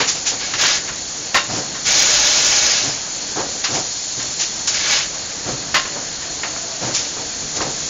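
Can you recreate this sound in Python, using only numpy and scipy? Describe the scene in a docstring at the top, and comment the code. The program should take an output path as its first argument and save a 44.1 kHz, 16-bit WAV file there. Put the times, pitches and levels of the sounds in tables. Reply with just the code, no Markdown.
"""A steam locomotive creeps up a wet grade, heard from the side of the carriage behind it.
From the start, a steady steam leak and carriage rumble sit under dull, uneven chimney puffs, the clank
of slack couplings and bright spits of steam. Jets blow off beside the track: briefly at 0.4 s, long and
loud from 1.8 to 3 s, briefly again at 4.7 s. From 6.2 s a wheel groans faintly on the rail.
Throughout, the loudest peaks overload a small narrow-band recorder."""
import sys
import numpy as np
from scipy import signal
from scipy.fft import rfft, irfft, next_fast_len
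from scipy.io import wavfile
from scipy.ndimage import uniform_filter1d

SR = 44100
rng = np.random.default_rng(int(sys.argv[2]) if len(sys.argv) > 2 else 0)


def materialize(psi):
    """Save the field psi as 16-bit PCM at rate SR to the path in sys.argv[1].

    A 1-D psi becomes a single channel; in a 2-D psi each row is a channel.
    """
    bounded = np.clip(np.atleast_2d(psi).T, -1, 1)
    quanta = np.round(bounded * 32767).astype(np.int16)
    wavfile.write(sys.argv[1], SR, quanta)


N = 347949
TIME = np.arange(N) / SR
FFT_SIZE = next_fast_len(N)
BIN_HZ = np.fft.rfftfreq(FFT_SIZE, 1 / SR)

# pressure behind the leak: time_s, level_db
LEAK_LEVEL = [(0, -25.8), (1.05, -26.5), (1.9, -27), (3.5, -25), (4.15, -24), (5.45, -27), (7.4, -26),
              (7.89, -24)]
# the leak's thin hiss: frequency_hz, level_db
LEAK_COLOUR = [(300, -26), (1000, -22.5), (2600, -19), (3500, -11), (4200, -9), (4600, -8), (5400, -5.5),
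               (6100, -3), (6700, -0.5), (7300, -2), (8000, -13.5)]
# the singing of its gap: pitch_hz, width_hz, lift_db
LEAK_PEAKS = [(1597, 63, 9.6), (3320, 60, 2.2), (4140, 54, 3.3), (4320, 85, 10.7), (4475, 60, 5.5)]
# level of the low background rumble, which drops briefly near 4 s: time_s, level_db
RUMBLE_LEVEL = [(0, -38.5), (.65, -31.5), (1.03, -35), (1.5, -33.5), (3.6, -34), (4.02, -37.5), (4.3, -35),
                (5, -34), (7.89, -34)]
# its low-heavy tone: frequency_hz, level_db
RUMBLE_COLOUR = [(15, -11), (30, -2), (60, -0.5), (130, -1.5), (220, -.5), (400, -2.5), (700, -1.5),
                 (1100, -6), (2000, -5.5), (2700, -7.5), (4000, -10.5), (8000, -35)]
# the carriage's body resonances: pitch_hz, width_hz, lift_db
CARRIAGE_PEAKS = [(151, 21, 4.3), (300, 35, 4.1), (460, 34, 2), (710, 19, 1.3), (755, 21, 1.5),
                  (1000, 13, 0.99), (1690, 90, 2)]
# exhaust beats: start_s, level_db, rise_s, hold_s, boom_db, hiss_db
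PUFFS = [(0, -22.5, 0.0053, 0.016, -18, -13), (0.142, -37, 0.012, .016, -10, 11),
         (0.308, -32, .013, 0.012, -7, -2), (1.47, -27, 0.048, 0.076, -5, 1),
         (2.814, -32, 0.037, 0.031, -0.5, -9), (3.346, -23.5, 0.031, 0.035, -20, -6.5),
         (3.662, -27, 0.064, 0.063, -5, 0.5), (4.145, -41, .04, 0.073, 1.5, 0),
         (5.435, -26.5, 0.058, 0.023, 0.5, -1.5), (5.949, -30, 0.011, 0.012, -13, -14),
         (6.44, -35.5, .015, .018, -13, -10), (6.79, -27, 0.046, 0.058, -5.5, 0.5),
         (7.148, -31.5, 0.023, 0.023, -11, -19), (7.534, -29, 0.062, 0.09, -6.5, -19)]
# the chimney's dull tone: frequency_hz, level_db
CHIMNEY_COLOUR = [(40, -28), (120, -9.5), (220, -7.5), (330, -5), (550, -0.5), (850, -8), (1300, -6.5),
                  (2200, -15.5), (8000, -35.5)]
# its air modes: pitch_hz, width_hz, lift_db
CHIMNEY_PEAKS = [(297, 50, 9), (570, 130, 0.5), (749, 97, 8.5), (913, 46, 7)]
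# the smokebox boom: frequency_hz, level_db
BOOM_COLOUR = [(30, -18.5), (80, -20), (122, 2), (190, -11), (320, -8), (800, -29)]
# coupling and frame knocks: start_s, level_db, rattle_s, tilt_db_per_octave, ring_db, crack_db
CLANKS = [(.002, -15, .017, 0, -16, -8), (0.536, -21, .004, 1.5, -16, -4),
          (.636, -18, .017, -2.5, -14, -18), (.875, -28.5, .022, -2, -12, -13),
          (1.343, -13, .026, -0.5, -2.5, -13), (1.745, -32.5, .008, 2, -0.5, -11),
          (3.385, -32.5, .019, -7, -12.5, -16), (3.639, -19, .015, 1.5, -15, -13),
          (4.195, -30.5, .011, 2, -5, -12), (4.41, -31.5, .026, 8.5, -18, -19),
          (5.742, -12, .022, 0.1, -7, -18), (5.852, -29.5, .003, -5, -6, 0), (6.221, -33, .008, 1, -9, -3),
          (6.433, -21.5, .005, -2, -13, 7.5), (6.562, -33, .003, -4, -7, -2),
          (7.605, -25, .011, -8, -13, -9)]
# the steel they ring in: pitch_hz, level_db, t60_s
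STEEL_MODES = [(580, -14.5, 0.56), (813, -5.5, 0.1), (1064, 1.5, 0.24), (1370, -2.5, 0.2), (1530, -16, .22),
               (1808, -4, 0.15), (1840, 0.5, 0.18), (2030, 0, 0.16), (2740, -11.5, 0.26), (3040, -10, 0.12),
               (3730, -3.5, 0.28), (3980, -16, 0.22), (4660, -5.5, 0.11)]
# the clatter round the ring: frequency_hz, level_db
CLATTER_COLOUR = [(60, -24), (200, -20), (500, -9.5), (1000, -4), (1800, -0.5), (2400, -3), (3600, -5.5),
                  (4600, -4), (7000, -8.5), (8000, -18)]
# its resonances: pitch_hz, width_hz, lift_db
CLATTER_PEAKS = [(1020, 53, 2), (1840, 62, 4), (2800, 100, 6.5), (4970, 110, -0.5)]
# spits of steam: start_s, level_db, rise_s, t60_s
SPITS = [(.066, -12, 0.026, 0.18), (.25, -14, 0.026, 0.28), (3.637, -18, 0.0091, 0.12),
         (3.732, -19.5, .024, 0.29), (4.386, -17.5, 0.019, 0.26), (4.672, -11.5, 0.0048, 0.21),
         (4.736, -19, .015, 0.18), (6.933, -15.5, 0.018, 0.47), (7.561, -20.5, 0.0052, 0.12),
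         (7.608, -18.5, 0.014, 0.08)]
# the bright hiss of spits and blast pipe: frequency_hz, level_db
HISS_COLOUR = [(150, -20), (600, -18), (1300, -13), (2500, -8), (4000, -7), (5200, -1), (6500, -0.5),
               (7300, 1), (8000, -17)]
# valve openings: start_s, level_db, open_s, hold_s, close_s, swell_db_per_s, roar_start_db, roar_end_db
JETS = [(0.383, -30, 0.043, .012, 0.22, -4, 10, 3), (0.575, -17.5, 0.038, 0.12, 0.086, 7.5, 6, 0),
        (1.841, -11.5, 0.033, 0.8, 0.37, -1, -2.94, -3.5), (4.697, -22.5, 0.054, 0.054, 0.12, -4, 3, 7),
        (4.829, -17, 0.1, 0.026, 0.14, -6.5, 4.5, 5.5)]
# the jet's wide, bright rush: frequency_hz, level_db
JET_COLOUR = [(60, -19), (200, -22), (500, -13), (1100, -11.5), (2000, -7), (3000, -5.5), (4300, -4),
              (5500, -2), (6500, -0.5), (7300, -4), (8000, -1.5)]
# its resonances: pitch_hz, width_hz, lift_db
JET_PEAKS = [(598, 31, 8.2), (824, 58, 4.7), (1457, 27, 5.6), (1666, 52, 6.7), (1910, 38, 2.6),
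             (2240, 92, 4.7), (2624, 40, 3.5), (3050, 20, 1.7), (4120, 180, 2.1), (5000, 41, 5.9),
             (6520, 29, 6.3)]
# its bounces off the ground and carriage side: delay_s, pressure_share
JET_REFLECTIONS = [(.00347, 0.15), (.00637, 0.053)]
# a wheel rubbing the rail: start_s, length_s, level_db
RUBS = [(6.23, 0.11, -39.5), (6.417, 0.5, -41), (7.146, 0.19, -41.5)]


def gain_of(db):
    """Decibels to amplitude."""
    return np.exp(np.asarray(db) * np.log(10) / 20)


def unit_rms(x):
    """Scales to rms 1."""
    return x / np.sqrt(np.mean(x ** 2) + 1e-20)


def fader(rows):
    """A gain ride through points of time_s, level_db."""
    return gain_of(np.interp(TIME, *np.transpose(rows)))


def eq_curve(colour, peaks=()):
    """A spectrum in dB: a broad colour with resonances on top."""
    hz, db = np.transpose(colour)
    broad = np.interp(np.log(BIN_HZ + 1), np.log(hz), db, right=-np.inf)
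    return broad + sum(lift / (1 + (2 * (BIN_HZ - pitch) / width) ** 2) for pitch, width, lift in peaks)


def equalise(x, curve_db):
    """Filters x by a spectrum in dB."""
    return irfft(rfft(x, FFT_SIZE) * gain_of(curve_db), FFT_SIZE)[:N]


def band(x, centre_hz, octaves):
    """A bell-shaped band, 6 dB down that many octaves either side of its centre."""
    return equalise(x, -6 * (np.log2((BIN_HZ + 1) / centre_hz) / octaves) ** 2)


def turbulence(curve_db, patchy_db, flutter_db):
    """Flow noise of rms 1: eddies lift patches of the spectrum, and the whole flow flutters."""
    real, imaginary, eddies = rng.standard_normal((3, 257, N // 256 + 4))
    patches = unit_rms(uniform_filter1d(uniform_filter1d(eddies, size=7, axis=0), size=6, axis=1))
    flutter = unit_rms(uniform_filter1d(rng.standard_normal(eddies.shape[1]), size=4))
    frames = (real + 1j * imaginary) * gain_of(patchy_db * patches + flutter_db * flutter)
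    noise = signal.istft(frames, window="cosine", nperseg=512)[1][:N]
    return unit_rms(equalise(noise, curve_db))


def burst(rise_s, hold_s, t60_s):
    """An envelope that swells, holds and dies away."""
    age = TIME[:SR // 2]
    attack = np.sin(np.pi / 2 * np.clip(age / rise_s, 0, 1)) ** 2
    return attack * gain_of(-60 * np.maximum(age - rise_s - hold_s, 0) / t60_s)


def add(mix, start_s, sound):
    """Drops a sound into the mix at its cue."""
    part = mix[max(round(start_s * SR), 0):][:len(sound)]
    part += sound[:len(part)]


def steam_leak():
    """Steam sings steadily through a narrow gap."""
    hiss = turbulence(eq_curve(LEAK_COLOUR, LEAK_PEAKS), patchy_db=0.7, flutter_db=0.25)
    return fader(LEAK_LEVEL) * hiss


def carriage_rumble():
    """Rolling wheels and the resonant carriage body lay down a low bed."""
    rumble = turbulence(eq_curve(RUMBLE_COLOUR, CARRIAGE_PEAKS), patchy_db=1.2, flutter_db=0.4)
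    return fader(RUMBLE_LEVEL) * rumble


def chimney_puffs(t60_s=0.33):
    """Each beat pushes a dull, ragged puff up the chimney; the smokebox booms, the blast pipe hisses."""
    body, boom, hiss = np.zeros((3, N))
    for start_s, level_db, rise_s, hold_s, boom_db, hiss_db in PUFFS:
        beat = gain_of(level_db) * burst(rise_s, hold_s, t60_s)
        add(body, start_s, beat)
        add(boom, start_s, gain_of(boom_db) * beat)
        add(hiss, start_s, gain_of(hiss_db) * beat)
    body *= turbulence(eq_curve(CHIMNEY_COLOUR, CHIMNEY_PEAKS), patchy_db=1.3, flutter_db=0.6)
    boom *= turbulence(eq_curve(BOOM_COLOUR), patchy_db=0.4, flutter_db=0.3)
    hiss *= turbulence(eq_curve(HISS_COLOUR), patchy_db=1, flutter_db=0.4)
    return body + boom + hiss


def coupling_clanks(attack_s=0.002, crack_s=0.0048, clatter_t60_s=0.23):
    """Slack runs in, steel on steel: a first crack, a dense clatter, and modes that ring on."""
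    size = SR // 2
    age = TIME[:size]
    steel = sum(gain_of(db - 60 * age / t60) * np.sin(2 * np.pi * hz * age) for hz, db, t60 in STEEL_MODES)
    clatter = turbulence(eq_curve(CLATTER_COLOUR, CLATTER_PEAKS), patchy_db=1, flutter_db=0.4)
    crack = unit_rms(band(clatter, centre_hz=1700, octaves=0.57))
    octaves = np.log2(np.maximum(np.fft.rfftfreq(size, 1 / SR), 300) / 1800)  # tilt pivots on 1800 Hz
    attack = np.minimum(age / attack_s, 1)
    out = np.zeros(N)
    for start_s, level_db, rattle_s, tilt, ring_db, crack_db in CLANKS:
        start = round(start_s * SR)
        # many small contacts, spread over the rattling time, feed every mode alike
        flat_spectrum = np.exp(2j * np.pi * rng.random(size))
        contacts = irfft(flat_spectrum[:round(rattle_s * SR / 2) + 2])
        ring = signal.fftconvolve(contacts, steel)[:size]
        ring /= np.sqrt(uniform_filter1d(ring ** 2, size=900).max())
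        fade = gain_of(-60 * np.maximum(age - rattle_s, 0) / clatter_t60_s)
        rattle = fade * np.roll(clatter, -start)[:size]
        snap = gain_of(crack_db) * np.exp(-(age / crack_s) ** 2) * np.roll(crack, -start)[:size]
        knock = gain_of(ring_db) * ring + attack * (rattle + snap)
        add(out, start_s, irfft(rfft(knock) * gain_of(level_db + tilt * octaves), size))
    return out


def steam_spits():
    """Steam escapes in short, bright sneezes."""
    flow = np.zeros(N)
    for start_s, level_db, rise_s, t60_s in SPITS:
        add(flow, start_s, gain_of(level_db) * burst(rise_s, 0, t60_s))
    return flow * turbulence(eq_curve(HISS_COLOUR), patchy_db=1, flutter_db=0.4)


def bank_echo(x, t60_s=0.22, predelay_s=0.02, taps_per_s=2000):
    """The wooded bank scatters a short echo."""
    age = TIME[:SR // 2]
    taps = rng.standard_normal(len(age)) * (rng.random(len(age)) < taps_per_s / SR)
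    taps *= (age > predelay_s) * gain_of(-60 * age / t60_s)
    return signal.fftconvolve(x, taps / np.linalg.norm(taps))[:N]


def steam_jets():
    """A valve opens, holds and shuts on a wide jet; water in the steam sets its midrange roar."""
    jet = turbulence(eq_curve(JET_COLOUR, JET_PEAKS), patchy_db=1.28, flutter_db=0.33)
    jet += sum(share * np.roll(jet, round(delay_s * SR)) for delay_s, share in JET_REFLECTIONS)
    roar = band(jet, centre_hz=1900, octaves=1.42)
    out = np.zeros(N)
    for start_s, level_db, open_s, hold_s, close_s, swell_db_per_s, roar_start_db, roar_end_db in JETS:
        length_s = open_s + hold_s + close_s
        age = np.clip(TIME - start_s, 0, length_s)
        valve = np.clip(np.minimum(age / open_s, (length_s - age) / close_s), 0, 1)
        roar_gain = gain_of(roar_start_db + (roar_end_db - roar_start_db) * age / length_s)
        out += valve * gain_of(level_db + swell_db_per_s * age) * (jet + (roar_gain - 1) * roar)
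    return out


def wheel_groan(pitch_hz=677, sag_hz_per_s=25, width_hz=22):
    """Each rub on the rail swells and fades in one wheel resonance, which sinks steadily."""
    pressure = sum(gain_of(level_db) * np.sin(np.pi * np.clip((TIME - start_s) / length_s, 0, 1))
                   for start_s, length_s, level_db in RUBS)
    friction = rng.standard_normal(N) + 1j * rng.standard_normal(N)
    waver = signal.lfilter([1], [1, -np.exp(-np.pi * width_hz / SR)], friction)
    hz = pitch_hz - sag_hz_per_s * (TIME - RUBS[0][0])
    tone = np.exp(2j * np.pi * np.cumsum(hz) / SR)
    return pressure * unit_rms((waver * tone).real)


def scene(echo_db=-18):
    """The mono mix; only spits, puffs and clanks feed the echo."""
    hits = steam_spits() + chimney_puffs() + coupling_clanks()
    sustained = steam_leak() + carriage_rumble() + wheel_groan() + steam_jets()
    return (sustained + hits + gain_of(echo_db) * bank_echo(hits))[None]


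def record(dry, band_hz=7265, knee=0.38, ceiling=0.57, edge_hz=15800):
    """A narrow-band recorder cuts the top, soft-clips the loudest peaks and trims their fizz."""
    input_lowpass = signal.firwin(1501, band_hz, window=("kaiser", 8), fs=SR)
    output_lowpass = signal.firwin(511, edge_hz, window=("kaiser", 9), fs=SR)
    narrow = signal.oaconvolve(dry, input_lowpass[None], "same")
    clean = np.clip(narrow, -knee, knee)
    headroom = ceiling - knee
    clipped = clean + headroom * np.tanh((narrow - clean) / headroom)
    return signal.oaconvolve(clipped, output_lowpass[None], "same")


dry = scene()
out = record(dry)
materialize(out)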